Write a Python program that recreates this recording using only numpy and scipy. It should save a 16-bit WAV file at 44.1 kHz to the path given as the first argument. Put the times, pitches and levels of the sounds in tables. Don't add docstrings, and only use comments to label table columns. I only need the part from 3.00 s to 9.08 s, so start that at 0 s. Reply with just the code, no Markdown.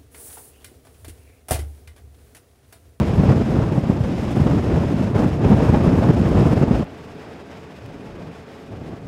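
import sys
import numpy as np
from scipy import signal
from scipy.fft import rfft, irfft
from scipy.io import wavfile
from scipy.ndimage import uniform_filter1d

SR = 44100
rng = np.random.default_rng(int(sys.argv[2]) if len(sys.argv) > 2 else 0)


def dump(signal):
    limited = np.clip(np.atleast_2d(signal).T, -1, 1)
    pcm = np.round(limited * 32767).astype(np.int16)
    wavfile.write(sys.argv[1], SR, pcm)


N = 267990
TIME = np.arange(N) / SR
BIN_HZ = np.maximum(np.arange(N // 2 + 1) * SR / N, 1)

# frequency in Hz, relative spectral density in dB.
GALE_SPECTRUM = [(20, -32), (45, -8), (85, -0.5), (160, -2.5), (290, -5.5), (400, -9.5), (600, -17.5),
                 (1500, -32.5), (2600, -38), (4200, -43.5), (6500, -50), (12000, -61.5), (15500, -70)]


def undb(db):
    return 10 ** (np.asarray(db) / 20)


def curve(table):
    return np.interp(TIME, *np.transpose(table))


def colour(spectrum):
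    hz, db = np.transpose(spectrum)
    return undb(np.interp(np.log(BIN_HZ), np.log(hz), db))


def filtered(x, gain):
    return irfft(rfft(x) * gain, N)


def noise(gain):
    x = filtered(rng.standard_normal(N), gain)
    return x / np.sqrt(np.mean(x ** 2))


def walk(rate_hz):
    return noise(1 / (1 + (BIN_HZ / rate_hz) ** 4))


def below(hz):
    return 1 / np.sqrt(1 + (BIN_HZ / hz) ** 8)


def above(hz):
    return np.sqrt(1 - below(hz) ** 2)


def steady(x, samples=1900):
    return x / np.sqrt(uniform_filter1d(uniform_filter1d(x ** 2, samples), samples))


def swells(rows, attack_s=0.013, release_s=0.0022):
    envelope = np.zeros(N)
    for start, length, height in rows:
        rise = np.clip((TIME - start) / attack_s + .5, 0, 1)
        envelope += height * rise * np.exp(-np.maximum(TIME - start - length, 0) / release_s)
    return envelope


def hull_drone():
    # centre in Hz, width in Hz, level in dB.
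    bands = [(81, 11, -49), (151, 34, -50.5), (189, 14, -53.5), (260, 35, -49.5), (308, 20, -60),
             (402, 20, -53.5), (444, 32, -49), (558, 18, -55), (678, 37, -57.5), (863, 22, -60.5),
             (1134, 18, -62), (1567, 60, -68), (2450, 62, -68.5)]
    density = sum(undb(2 * db) / width / (1 + (2 * (BIN_HZ - hz) / width) ** 4)
                  for hz, width, db in bands)
    power = sum(undb(2 * db) for _, _, db in bands)
    return noise(np.sqrt(density)) * np.sqrt(power)


def sea(wash_db=1.3, froth_db=0.5, spray_hz=5200, flicker_db=.9, spray_follow=.4):
    # time in seconds, level of the water in dB.
    levels = [(3.85, -40.5), (4.05, -42.5), (4.26, -39), (4.41, -40.5), (4.46, -44.5), (4.52, -39.5),
              (4.68, -42.5), (5.28, -43), (5.36, -41), (5.51, -42), (5.69, -45), (5.75, -42), (5.81, -48),
              (5.87, -41.5), (6.08, -47.5)]
    # frequency in Hz, relative spectral density in dB.
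    spectrum = [(20, -38), (50, -31), (76, -8), (110, -3.5), (260, 1.5), (450, -2), (700, -3.5),
                (1050, -10.5), (1700, -12), (2500, -16.5), (4200, -22), (9000, -36), (10700, -39),
                (13000, -42), (15500, -47.5)]
    sea_db = curve(levels)
    water = steady(noise(colour(spectrum)) * undb(wash_db * walk(28) + froth_db * walk(400)))
    spray = filtered(water, above(spray_hz))
    spray_db = flicker_db * walk(16) - (1 - spray_follow) * (sea_db - sea_db.mean())
    return (water + spray * (undb(spray_db) - 1)) * undb(sea_db)


def swish(peak_s=5.607, spread_s=.028, centre_hz=12600, width_hz=2200, level_db=-77):
    band = noise(1 / (1 + (2 * (BIN_HZ - centre_hz) / width_hz) ** 4))
    return band * undb(level_db) * np.exp(-.5 * ((TIME - peak_s) / spread_s) ** 2)


def ticks(decay_s=0.00013):
    # time in seconds, peak level in dB.
    steps = [(3.8435, -37), (4.8613, -34.5)]
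    return sum(undb(db) * np.sign(TIME - s) * np.exp(-np.abs(TIME - s) / decay_s) for s, db in steps)


def breeze(churn_db=2.5):
    # time in seconds, level of the wind in dB.
    levels = [(3.85, -39), (4.1, -43.5), (4.45, -50), (4.82, -57), (4.9, -36.5), (5.0, -39.5), (5.2, -35.5),
              (5.29, -34.5), (5.35, -49), (5.44, -43), (5.5, -52), (5.58, -48), (5.69, -45), (5.72, -34.5),
              (5.87, -32.5), (5.96, -33.5), (6.01, -40.5), (6.06, -32.5)]
    # frequency in Hz, relative spectral density in dB.
    spectrum = [(20, -6), (45, -4), (70, -3.5), (110, 0.5), (200, 0), (300, -5.5), (550, -10.5),
                (1000, -21.5), (2000, -34), (6000, -58), (15500, -80)]
    return steady(noise(colour(spectrum)) * undb(churn_db * walk(26))) * undb(curve(levels))


def puffs(spread_s=0.018):
    # time in seconds, peak level in dB, swing frequency in Hz.
    eddies = [(4.85, -32.5, 113), (5.735, -30.5, 103.2)]
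    pressure = np.zeros(N)
    for (s, db, hz), phase in zip(eddies, rng.random(len(eddies))):
        envelope = np.exp(-.5 * ((TIME - s) / spread_s) ** 2)
        pressure += undb(db) * envelope * np.sin(2 * np.pi * (hz * TIME + phase))
    return pressure


def lulls(onset_s=0.043, recovery_s=0.012):
    # time of the extreme in seconds, depth in dB (negative for a lift).
    dips = [(.15, 1.5), (.87, 0.5), (0.995, 3), (1.34, -1.5), (1.655, 0), (2.136, 6.5), (2.405, 7),
            (3.697, 4.5), (3.838, 3.5), (5.455, 4.5)]
    return sum(db * np.exp(-((TIME - s) / np.where(TIME < s, onset_s, recovery_s)) ** 2)
               for s, db in dips)


def shelter():
    return (sea() + breeze() + hull_drone()) * undb(-lulls()) + puffs() + swish()


def grille_hiss(surge_db, flow_db, base_db=-42.5, grit_db=1.0, fizz_db=1.6, brighten=0.08):
    # time in seconds, lift in dB.
    drift = [(0, 2.5), (.55, 0.5), (.7, -2), (1.0, 0), (1.22, 1.5), (1.6, 1), (2.2, 0.5), (2.62, 2),
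             (2.85, 1), (3.25, 1), (3.8, 2)]
    # time and spread in seconds, treble lift in dB.
    jets = [(0.297, 0.011, 5), (0.897, .008, 1), (1.211, .009, 3.5), (1.41, 0.0083, 5), (2.05, .012, 1),
            (2.19, .016, 2.5), (2.655, .025, 1.5), (3.294, .006, 2), (3.394, 0.0091, 4.5)]
    lift_db = flow_db + curve(drift)
    hiss = steady(noise(colour(GALE_SPECTRUM) * above(1600)) * undb(surge_db - grit_db * walk(640)))
    fizz_lift_db = brighten * lift_db + fizz_db * walk(23)
    hiss += filtered(hiss, above(9100)) * (undb(fizz_lift_db) - 1)
    jet_db = sum(db * np.exp(-.5 * ((TIME - s) / spread) ** 2) for s, spread, db in jets)
    hiss += filtered(hiss, above(4500)) * (undb(jet_db) - 1)
    return hiss * undb(base_db + lift_db)


def flaps(trim_db=-3.0, low_hz=430, dull_hz=1400):
    # start in seconds, length in seconds, level in dB before the trim.
    separations = [(0.011, .012, -24), (0.235, 0.0066, -19), (0.29, 0.024, -17.5), (0.585, 0.022, -22),
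                   (0.728, .01, -24), (0.896, 0.022, -25), (1.352, 0.0064, -28), (1.465, 0.013, -26),
                   (1.505, .008, -26), (1.664, 0.0087, -25), (1.695, 0.015, -25), (2.018, 0.011, -24),
                   (2.149, 0.018, -21), (2.441, 0.013, -18.5), (2.513, .022, -23), (2.601, 0.0065, -15.5),
                   (2.741, .012, -15), (2.863, 0.016, -22), (3.03, 0.021, -22), (3.086, 0.022, -17.5),
                   (3.254, .014, -22.5), (3.376, 0.01, -16.5), (3.711, 0.007, -20.5)]
    band = colour(GALE_SPECTRUM) * above(low_hz) / np.hypot(1, BIN_HZ / dull_hz)
    bursts = [(start, length, undb(db + trim_db)) for start, length, db in separations]
    return steady(noise(band), samples=400) * swells(bursts, attack_s=0.0014, release_s=0.002)


def thumps(trim_db=-3, rise_s=0.0021):
    # time in seconds, peak in dB before the trim, swing frequency in Hz, fall in seconds.
    impacts = [(0.005, -6.5, 190, 0.0024), (0.017, -4.5, 140, 0.0028), (0.186, 1, 105, 0.0042),
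               (0.198, 3, 150, 0.002), (0.237, -3, 184, .003), (0.288, 0, 114, 0.0065),
               (0.589, -0.5, 140, 0.0025), (0.779, -3, 149, 0.006), (0.9, 2.5, 188, 0.0022),
               (1.008, -4, 119, 0.0082), (1.351, -11.5, 210, 0.0022), (1.403, 0, 166, 0.0017),
               (1.416, -1.5, 128, 0.0053), (1.465, -1, 189, 0.002), (1.535, -6, 160, 0.0041),
               (1.785, -6, 190, 0.0022), (1.945, -3.5, 196, 0.0024), (2.013, -5.5, 236, 0.0022),
               (2.161, -2.5, 138, 0.004), (2.263, -2, 169, 0.0024), (2.463, -2.5, 123, 0.0043),
               (2.519, 1.5, 190, 0.0017), (2.546, 0.5, 150, 0.0023), (2.698, 6.5, 149, 0.0011),
               (2.74, -2, 207, .004), (2.877, 1.5, 153, .003), (2.941, -1.5, 150, 0.0026),
               (3.095, 1, 149, .004), (3.203, -3.5, 162, 0.0039), (3.219, 0.5, 190, 0.0015),
               (3.356, 0.5, 145, 0.0021), (3.385, -2.5, 160, .003), (3.459, -2.5, 140, .003),
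               (3.615, 0, 198, 0.0016), (3.712, 0, 186, 0.0041)]
    pressure, cover = np.zeros(N), np.zeros(N)
    for (s, db, hz, fall_s), phase in zip(impacts, rng.random(len(impacts))):
        near = np.abs(TIME - s) < .05
        t = TIME[near] - s
        shove = np.exp(-.5 * (t / np.where(t < 0, rise_s, fall_s)) ** 2)
        pressure[near] += undb(db + trim_db) * shove * np.sin(2 * np.pi * (hz * t + phase))
        cover[near] += shove
    return pressure, cover


def gale(rumble_db=-17.5, flutter_db=-27, wake_db=3.0, lull_share=0.5, hiss_growth=0.29, hiss_bite=0.39,
         rumble_churn_db=2.5, flutter_churn_db=2.14, hiss_churn_db=1.23, ride_db=0.6):
    # time in seconds, strength of the wind in dB about its usual level.
    strength = [(0, -2), (.38, 2), (.46, -3), (.52, 0), (.7, -1.5), (.84, -3.5), (1.18, -4), (1.32, -5),
                (1.5, -4.5), (1.85, -0.5), (1.92, -3), (2.2, -0.5), (2.33, -2.5), (2.46, 2.5), (2.8, 1.5),
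                (3.0, 3), (3.14, 0), (3.45, 3), (3.8, -2)]
    # start and length in seconds, lift in dB, extra bite of the small eddies in dB.
    gusts = [(0.0, 0.017, 5.5, -3.5), (0.162, 0.052, 2, -4.5), (0.226, 0.023, 3.5, -2.5),
             (0.28, 0.015, 5.5, -2.5), (0.294, 0.023, 5.5, -4.5), (0.34, .045, 1, -2), (0.57, 0.039, 3, -2),
             (0.884, 0.027, 1.5, 0.5), (1.2, 0.016, -3.5, 4.5), (1.358, 0.067, 5.5, -1),
             (1.448, 0.052, 4.5, 1), (1.5, 0.089, 6, -1.5), (1.685, 0.1, 4, -1), (2.149, 0.06, 1, 4),
             (2.211, 0.035, 2.5, 3), (2.445, 0.02, 4, -6), (2.501, 0.041, 5, -1.5), (2.591, 0.1, -0.5, 3),
             (2.689, 0.019, 5.5, -1.5), (2.741, 0.019, 5, 0.5), (2.839, 0.036, 1.5, 2.5),
             (3.017, 0.035, 1.5, 1.5), (3.076, 0.031, 3.5, -3), (3.101, 0.011, 4, 3.5), (3.36, 0.06, 2, -2),
             (3.371, 0.041, 1, 3.5), (3.442, 0.011, -2, 7), (3.517, 0.019, 1, 2.5), (3.59, 0.069, 3, 0.5),
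             (3.7, 0.13, 1.5, 0.5)]
    wind_db = curve(strength) + swells((s, length, lift) for s, length, lift, _ in gusts)
    bite_db = swells((s, length, bite) for s, length, _, bite in gusts)
    lull_db = lulls()
    eddy_db = wind_db - lull_share * lull_db
    grille_db = hiss_growth * wind_db + hiss_bite * bite_db - lull_db
    blows, cover = thumps()
    shape = colour(GALE_SPECTRUM)
    churn = walk(31.7)
    rumble = steady(noise(shape * below(349)) * undb(rumble_churn_db * churn))
    swing_db = ride_db * np.tanh(rumble)
    flutter = steady(noise(shape * above(448) * below(1710)) * undb(flutter_churn_db * churn + swing_db))
    hiss = grille_hiss(hiss_churn_db * churn + swing_db, grille_db)
    rumble *= np.sqrt(1 - np.minimum(cover, 1) ** 2) * undb(rumble_db + eddy_db)
    flutter *= undb(flutter_db + eddy_db + bite_db + wake_db * cover)
    return blows + rumble + flutter + flaps() + hiss


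def scene(shelter_s=3.838, fade_s=0.017):
    sheltered = np.clip((TIME - shelter_s) / fade_s + .5, 0, 1)
    return ((1 - sheltered) * gale() + sheltered * shelter() + ticks())[None]


def record(dry, low_cut_hz=43, ceiling=.74, top_hz=15700):
    # centre in Hz, width in Hz, gain in dB.
    resonances = [(2600, 310, 2), (4260, 840, -3), (5280, 880, 2.5), (5780, 360, -3), (6140, 150, -0.5),
                  (12100, 650, 0.5)]
    cavity_db = sum(db / (1 + (2 * (BIN_HZ - hz) / width) ** 2) for hz, width, db in resonances)
    low_cut = signal.butter(2, low_cut_hz, "high", fs=SR, output="sos")
    heard = signal.sosfilt(low_cut, filtered(dry, undb(cavity_db)))
    rounded = heard / (1 + (heard / ceiling) ** 6) ** (1 / 6)
    return signal.sosfilt(signal.ellip(10, .2, 80, top_hz, fs=SR, output="sos"), rounded)


dry = scene()
out = record(dry)
dump(out)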